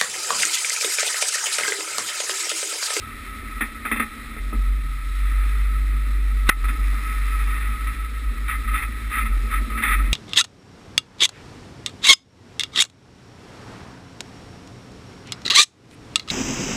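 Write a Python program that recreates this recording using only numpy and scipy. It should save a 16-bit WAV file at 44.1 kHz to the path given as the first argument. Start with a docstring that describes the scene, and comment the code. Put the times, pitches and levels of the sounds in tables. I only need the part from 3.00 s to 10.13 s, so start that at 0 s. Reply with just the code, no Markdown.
"""Vehicle-borne camera on rough grass

A small camera in a plastic housing rides outside a heavy vehicle that idles, takes up drive and rolls over rough grass.
Engine firing and the springy mount give two close low pitches that beat: harmonic sums and a struck oscillator.
Wind, loose parts, jolts and a hard slam, made of noise and taps, excite resonances of the housing, panels and frame.
The sum passes gain control and clipping, then is sampled coarsely and held, which mirrors it in the treble."""
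import sys
import numpy as np
from scipy import signal
from scipy.io import wavfile

SR = 44100
rng = np.random.default_rng(int(sys.argv[2]) if len(sys.argv) > 2 else 0)


def pcm_store(signal):
    """Save signal as 16-bit PCM."""
    levels = np.round(np.clip(np.atleast_2d(signal), -1, 1) * 32767)
    wavfile.write(sys.argv[1], SR, levels.astype(np.int16).T)


N = 314433  # length in samples


# engine firing: (t/s, firing f/Hz, rms level/dB)
ENGINE = [(0.0, 43.25, -52.1), (1.45, 43.07, -42.0), (1.7, 45.43, -24.4), (1.95, 44.25, -30.8),
          (2.2, 47.56, -18.5), (2.5, 49.04, -18.7), (3.2, 49.26, -19.6), (3.5, 48.06, -17.8),
          (3.9, 49.46, -27.7), (4.2, 47.34, -19.5), (4.45, 48.52, -19.6), (4.95, 53.12, -27.7),
          (5.7, 52.68, -27.7), (6.45, 54.26, -31.3), (7.13, 54.75, -28.8)]
# base levels of the partials beside the firing pitch: (t/s, lumpy orders level/dB, load orders level/dB)
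ORDER_LEVELS = [(0.0, -46.5, -65), (1.4, -73.5, -55.5), (2.2, -63, -51), (3.2, -56, -48.5),
                (3.7, -58.5, -51), (4.3, -51.5, -57), (5.2, -55, -61), (7.13, -53, -72)]
# partials strongest at the lumpy idle: (multiple of firing f, relative level/dB)
IDLE_ORDERS = [(0.752, -34), (1.248, -27), (1.5, -13), (1.75, -16), (2, 3.5), (6, -5), (9, -10.5)]
# partials under load: (multiple of firing f, relative level/dB)
LOAD_ORDERS = [(1.402, -17), (3, -3), (4.5, -21), (6, -12.5)]


def shake():
    """Superposition: the near-sine firing and its weaker orders beat with the ringing mount."""
    firing_hz, firing_db = in_time(ENGINE)
    phase = 2 * np.pi * np.cumsum(firing_hz) / SR
    engine = from_db(firing_db) * np.cos(phase)
    for orders, level_db in zip((IDLE_ORDERS, LOAD_ORDERS), in_time(ORDER_LEVELS)):
        partials = 0
        for multiple, order_db in orders:
            partials = partials + from_db(order_db + 3.4 * drift(3.8)) * np.cos(multiple * phase)
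        engine += from_db(level_db) * partials
    return np.sqrt(2) * engine + mount()


# jolts through the frame that set the mount swinging, or stop it: (t/s, swing peak level/dB of each alone)
JOLTS = [(1.3925, -21), (1.5613, -13.5), (1.6727, -13.0), (1.7743, -18.9), (1.7876, -15.4), (3.0377, -28.8),
         (3.4826, -15.7), (3.5096, -10.5), (3.6257, -11.4), (3.6412, -22.4), (3.7813, -13.4),
         (4.4734, -25.4), (4.7579, -21.3), (5.2593, -18.0), (5.5228, -25.6), (5.6507, -19.0),
         (5.8959, -27.5), (6.0539, -23.7), (6.2216, -20.6), (6.2907, -15.6), (6.3583, -16.7),
         (6.4065, -20.1), (6.5273, -20.4), (6.6688, -21.6), (6.9087, -13.7), (7.0347, -20.5)]
MOUNT_HZ, MOUNT_DECAY_S, JOLT_MS = 46.8, 0.216, 14.0
MOUNT_TREMBLE_DB = -38  # restless swing that never stops


def mount():
    """Damped oscillator: each jolt's short shudder drives one slow mode, over a faint random tremble."""
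    t = np.arange(N) / SR
    omega = 2 * np.pi * MOUNT_HZ
    width = JOLT_MS / 1000
    push = 0
    for s, db in JOLTS:
        push = push + from_db(db) * np.exp(-((t - s) / width) ** 2 / 2) * np.cos(omega * (t - s))
    push = 2 * push / (np.sqrt(2 * np.pi) * width * SR)  # makes the table level the peak of the swing
    r = np.exp(-1 / (MOUNT_DECAY_S * SR))
    poles = [1, -2 * r * np.cos(omega / SR), r * r]
    swing = signal.lfilter([0, np.sin(omega / SR)], poles, push + 1e-18)
    tremble = body([(47.4, 2.9, 0), (46.3, 8.9, 0)], soft(rng.standard_normal(N), hz=69.6))
    return swing + from_db(MOUNT_TREMBLE_DB) * rms_one(tremble)


# spells in which a loose part ticks twice in each firing cycle: (start t/s, end t/s, level/dB before fades)
BUZZ = [(3.546, 4.6, -57), (6.306, 6.55, -54.5)]
BUZZ_FADE_S = 0.14


def buzz():
    """Amplitude modulation: noise gated into two short bright puffs for each firing."""
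    phase = 2 * np.pi * np.cumsum(in_time(ENGINE)[0]) / SR
    puffs = rms_one(np.cos(phase) ** 12 * rng.standard_normal(N))
    t = np.arange(N) / SR
    level = 0
    for start, end, db in BUZZ:
        fade = np.clip(np.minimum(t - start, end - t) / BUZZ_FADE_S, 0, 1)
        level = level + from_db(db) * fade
    return body([(4780, 360, 0), (5300, 600, 0.5)], level * puffs + 1e-18)


# resonances of the plastic shell: (f/Hz, width/Hz, relative level/dB)
SHELL = [(830.5, 16, -12), (1190, 400, -10.5), (1437, 45, -4.5), (1646, 110, -9.5), (1796, 22, -4),
         (1823, 17, 1.5), (1949, 49, 1), (2066, 22.3, 3), (2146, 168, -5), (2316, 125, -5), (2464, 47, -6),
         (2531, 15.4, -2), (2681, 60, -9), (3108, 56, -16), (3543, 151, -14)]
# resonances of the air cavity inside: (f/Hz, width/Hz, relative level/dB)
CAVITY = [(1258, 72.6, 0), (1304, 34.5, 3), (1342, 67, -15.5)]
# deep resonances of the frame: (f/Hz, width/Hz, relative level/dB)
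DEEP = [(30, 49.3, -4.5), (63, 20.5, 4), (86, 12.2, -5), (118.6, 44, -5), (137.5, 78.5, -11)]
SLAM_S, SLAM_MS = 3.4903, 5.0  # onset, length of full contact
SLAM_SHELL_DB, SLAM_CAVITY_DB, SLAM_THUD_DB = -11, -11, -18.5  # shell and cavity before their high-pass
SLAM_DAMPING = 4.0  # times the width: pressed against its stop, the housing rings with wider resonances


def slam():
    """Damped impact: the suspension bottoms out in a few milliseconds of hard contact."""
    ms = 1000 * (np.arange(N) / SR - SLAM_S)
    envelope = (ms >= 0) * np.exp(-np.clip(ms - SLAM_MS, 0, 500) / 0.7)
    push = envelope * soft(rng.standard_normal(N), hz=4000)

    def damped(modes):
        """Damping: a lossier mode has a wider resonance."""
        return [(hz, SLAM_DAMPING * width, db) for hz, width, db in modes]

    ring = from_db(SLAM_SHELL_DB) * body(damped(SHELL), push)
    ring += from_db(SLAM_CAVITY_DB) * body(damped(CAVITY), push)
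    return stiff(stiff(ring)) + from_db(SLAM_THUD_DB) * body(damped(DEEP), push)


# knocks on the housing: (t/s, shell level/dB, cavity level/dB, thud level/dB)
KNOCKS = [(0.608, -28.5, -33, -35.5), (0.851, -32.5, -35, -41), (0.9143, -29.5, -39, -36),
          (0.9596, -35.5, -43, -45), (0.9965, -28.5, -29.5, -36.5), (1.3635, -45, -47, -44),
          (1.5258, -49, -41.5, -36.5), (3.641, -39, -36, -52), (3.684, -35, -39, -51),
          (3.9263, -48.5, -40, -50), (3.9863, -58, -41.5, -67), (4.5686, -45, -43, -49.5),
          (4.8687, -39, -38.5, -55.5), (6.2545, -38, -39, -57)]
# resonances of the body panels: (f/Hz, width/Hz, relative level/dB)
PANELS = [(224.2, 10.6, 1.5), (284.8, 49.3, -7.5), (407, 36, -11.5), (519, 274, -22.5)]
FIRST_BLOW = 7.5  # first contact as a multiple of the chatter's rms
CHATTER_MS, TAIL_MS = 9.5, 22  # steady chatter, then its decay time
THUD_DEEP_DB = -15  # frame's thud relative to the panels'


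def knocks():
    """Impact excitation: a first blow and a dying chatter ring the housing; panels and frame thud."""
    ms = np.arange(SR // 5) * 1000 / SR
    contacts = soft(grains(3000, 2.0, 1.0), hz=5100)
    blow = FIRST_BLOW * np.exp(-(ms / 0.073 - 2) ** 2)
    chatter_decay = np.exp(-np.maximum(ms - CHATTER_MS, 0) / TAIL_MS)
    pushed = np.zeros((3, N))
    for s, *levels_db in KNOCKS:
        start = round(s * SR)
        span = slice(start, start + len(ms))
        push = chatter_decay * contacts[span] + blow
        pushed[:, span] += from_db(levels_db)[:, None] * push
    shell, cavity, thud = pushed
    housing = body(SHELL, shell) + body(CAVITY, cavity)
    return housing + body(PANELS, thud) + from_db(THUD_DEEP_DB) * body(DEEP, thud)


# chatter of the housing on its mount: as a wheel crosses stones, and just before and after the slam:
# (t/s, swell/ms, ebb/ms, shell level/dB, cavity level/dB)
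CRUNCHES = [(3.464, 18, 49, -34.5, -28), (3.498, 1.7, 26, -32, -36), (5.478, 3.4, 83, -31.5, -31.5),
            (5.672, 5.6, 48, -40.5, -38), (5.722, 38, 57, -31.5, -31), (5.817, 8.1, 30, -33, -38.5),
            (6.095, 83, 57, -30.5, -31.5), (6.497, 29, 71, -33, -31), (6.695, 9.2, 83, -43.5, -36),
            (6.771, 5.0, 45, -33.5, -30), (6.818, 15, 57, -25, -29.5), (6.875, 49.6, 36, -26.5, -27),
            (6.982, 3, 21, -37, -33)]


def crunches():
    """Granular excitation: dense uneven taps that swell to a rounded top and ebb."""
    ms = np.arange(N) * 1000 / SR
    shell, cavity = np.zeros(N), np.zeros(N)
    for s, swell_ms, ebb_ms, shell_db, cavity_db in CRUNCHES:
        shape = np.sqrt(np.interp(ms - 1000 * s, [0, swell_ms, swell_ms + ebb_ms], [0, 1, 0]))
        shell += from_db(shell_db) * shape
        cavity += from_db(cavity_db) * shape
    taps = stiff(soft(grains(2500, 2.5, 1.0), hz=4570))
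    return body(SHELL, shell * taps) + body(CAVITY, cavity * taps)


# how hard wind and shaking work the housing: (t/s, shell level/dB)
RATTLE = [(0.0, -41), (1.03, -40.5), (1.81, -44), (2.1, -42), (2.32, -36.5), (2.44, -37.5), (2.68, -42),
          (3.16, -41.5), (3.59, -43), (3.79, -39), (4.55, -34.5), (5.06, -41.5), (5.3, -42), (5.72, -39),
          (6.55, -40.5), (7.01, -36.5), (7.13, -38.5)]
CAVITY_DB, CAVITY_FOLLOWS, CAVITY_WANDER_DB = -40, 1.01, 1  # base level, dB per dB of rattle, spread


def rattle():
    """Forced resonance: loose parts tap and wind rubs, so shell and air cavity ring."""
    shell_db, = in_time(RATTLE)
    cavity_db = CAVITY_DB + CAVITY_FOLLOWS * worked_db() + CAVITY_WANDER_DB * drift(4.9)
    taps = grains(1500, 2.8, 0.57) * from_db(0.5 * drift(5.6))
    return body(SHELL, from_db(shell_db) * taps) + body(CAVITY, from_db(cavity_db) * taps)


def worked_db():
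    """Level variation: swing of the rattle about its mean, in dB."""
    shell_db, = in_time(RATTLE)
    return shell_db - shell_db.mean()


# engine, tyres and wind in the panels: (t/s, level/dB before drift)
RUMBLE = [(0.0, -46), (1.57, -45.5), (1.67, -48), (1.89, -51), (2.48, -48), (4.03, -45.5), (4.27, -48.5),
          (6.47, -44.5), (6.77, -38.5), (7.13, -43)]
DEEP_DB, DEEP_WANDER_DB = -47.5, 3  # base level, spread of the slow drift


def rumble():
    """Random vibration: drifting noise drives the frame, lumpy grains the body panels."""
    deep_db = DEEP_DB + DEEP_WANDER_DB * drift(2.7) + 1.8 * drift(15)
    deep = body(DEEP, from_db(deep_db) * rng.standard_normal(N))
    panel_db = in_time(RUMBLE)[0] + 1.8 * drift(38)
    return deep + body(PANELS, from_db(panel_db) * grains(400, 1.44, 1.47))


# resonances of the port that colour the wind: (f/Hz, width/Hz, relative level/dB)
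PORT = [(3155, 1010, -5), (3984, 283, 3), (4430, 1070, -8.5), (5400, 380, -5.5), (5587, 138, -4)]
HISS_DB, HISS_FOLLOWS = -51, 0.25  # base level, dB per dB of rattle


def hiss():
    """Filtered turbulence: smooth wind noise that rises with the rattle."""
    level_db = HISS_DB + HISS_FOLLOWS * worked_db() + 1.02 * drift(11.5)
    return body(PORT, from_db(level_db) * rng.standard_normal(N))


def from_db(db):
    """Decibel law: 20 dB is a factor of ten in amplitude."""
    return 10 ** (np.asarray(db) / 20)


def rms_one(x):
    """Normalisation: scales a signal to rms 1."""
    return x / np.sqrt(np.mean(x ** 2) + 1e-20)


def in_time(rows):
    """Linear interpolation: spreads each column over all samples."""
    s, *columns = np.transpose(rows)
    return [np.interp(np.arange(N) / SR, s, c) for c in columns]


def drift(rate):
    """Low-passed noise: a slow random course of spread 1, with corner rate in Hz."""
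    r = np.exp(-2 * np.pi * rate / SR)
    slow = signal.lfilter([1], [1, -2 * r, r * r], rng.standard_normal(N + SR))
    return rms_one(slow[SR:])  # the first second only settles the filter


def body(modes, x):
    """Modal superposition: parallel resonances of alternating sign; white noise keeps its rms."""
    click = np.zeros(SR // 4)
    click[0] = 1
    out, response = 0, 0
    for k, (hz, width, db) in enumerate(modes):
        r = np.exp(-np.pi * width / SR)
        b = (-1) ** k * from_db(db) * (1 - r * r) / 2 * np.array([1, 0, -1])
        a = [1, -2 * r * np.cos(2 * np.pi * hz / SR), r * r]
        out = out + signal.lfilter(b, a, x)
        response = response + signal.lfilter(b, a, click)
    return out / np.sqrt(np.sum(response ** 2))


def grains(per_s, spread_db, bed):
    """Shot noise: random taps of uneven size on a bed of noise; rms 1."""
    sizes = from_db(spread_db * np.minimum(rng.exponential(1, N), 4))
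    signed_sizes = sizes * rng.choice([-1, 1], N)
    taps = rms_one(signed_sizes * (rng.random(N) < per_s / SR))
    return rms_one(taps + bed * rng.standard_normal(N))


def soft(x, hz):
    """Contact compliance: a yielding contact loses its treble; rms 1."""
    return rms_one(signal.sosfilt(signal.butter(2, hz, fs=SR, output="sos"), x))


def stiff(x):
    """Contact stiffness: hard contacts barely move the shell below 1040 Hz."""
    return signal.sosfilt(signal.butter(2, 1040, "high", fs=SR, output="sos"), x)


def scene():
    """Linear superposition: the sum of all sources."""
    return (shake() + rumble() + rattle() + hiss() + buzz() + crunches() + knocks() + slam())[None]


LIMIT_DB, REACT_MS, ATTACK_MS = -6, 5.5, 0.4
RELEASE_DB_PER_S, DUCK_RATIO = 90, 0.9  # fall of the held excess, dB of ducking per dB of excess
HOLD_HZ, CUTOFF_HZ = 12000, 15700  # sampling rate of the hold, stopband edge of the last filter


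def record(dry):
    """Compression and imaging: gain ducks after loud peaks; a coarse sample-and-hold mirrors the spectrum."""
    fall = RELEASE_DB_PER_S * np.arange(N) / SR
    over_db = np.maximum(20 * np.log10(np.abs(dry[0]) + 1e-9) - LIMIT_DB, 0)
    held_over_db = np.maximum.accumulate(over_db + fall) - fall
    # it reacts late, so a hard blow clips first
    late_db = np.r_[np.zeros(round(REACT_MS * SR / 1000)), held_over_db][:N]
    attack = np.exp(-1000 / (ATTACK_MS * SR))
    duck_db = DUCK_RATIO * signal.lfilter([1 - attack], [1, -attack], late_db)
    clipped = np.clip(dry[0] * from_db(-duck_db), -0.62, 0.55)
    coarse = signal.resample_poly(clipped, HOLD_HZ // 300, SR // 300, window=("kaiser", 8))
    stairs = np.repeat(coarse, 4)  # each sample held for four steps
    held = signal.resample_poly(stairs, SR // 300, 4 * HOLD_HZ // 300)[:N]
    held = np.pad(held, (0, N - len(held)))
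    low_pass = signal.cheby2(16, 80, CUTOFF_HZ, fs=SR, output="sos")
    return signal.sosfilt(low_pass, held)[None]


dry = scene()
out = record(dry)
pcm_store(out)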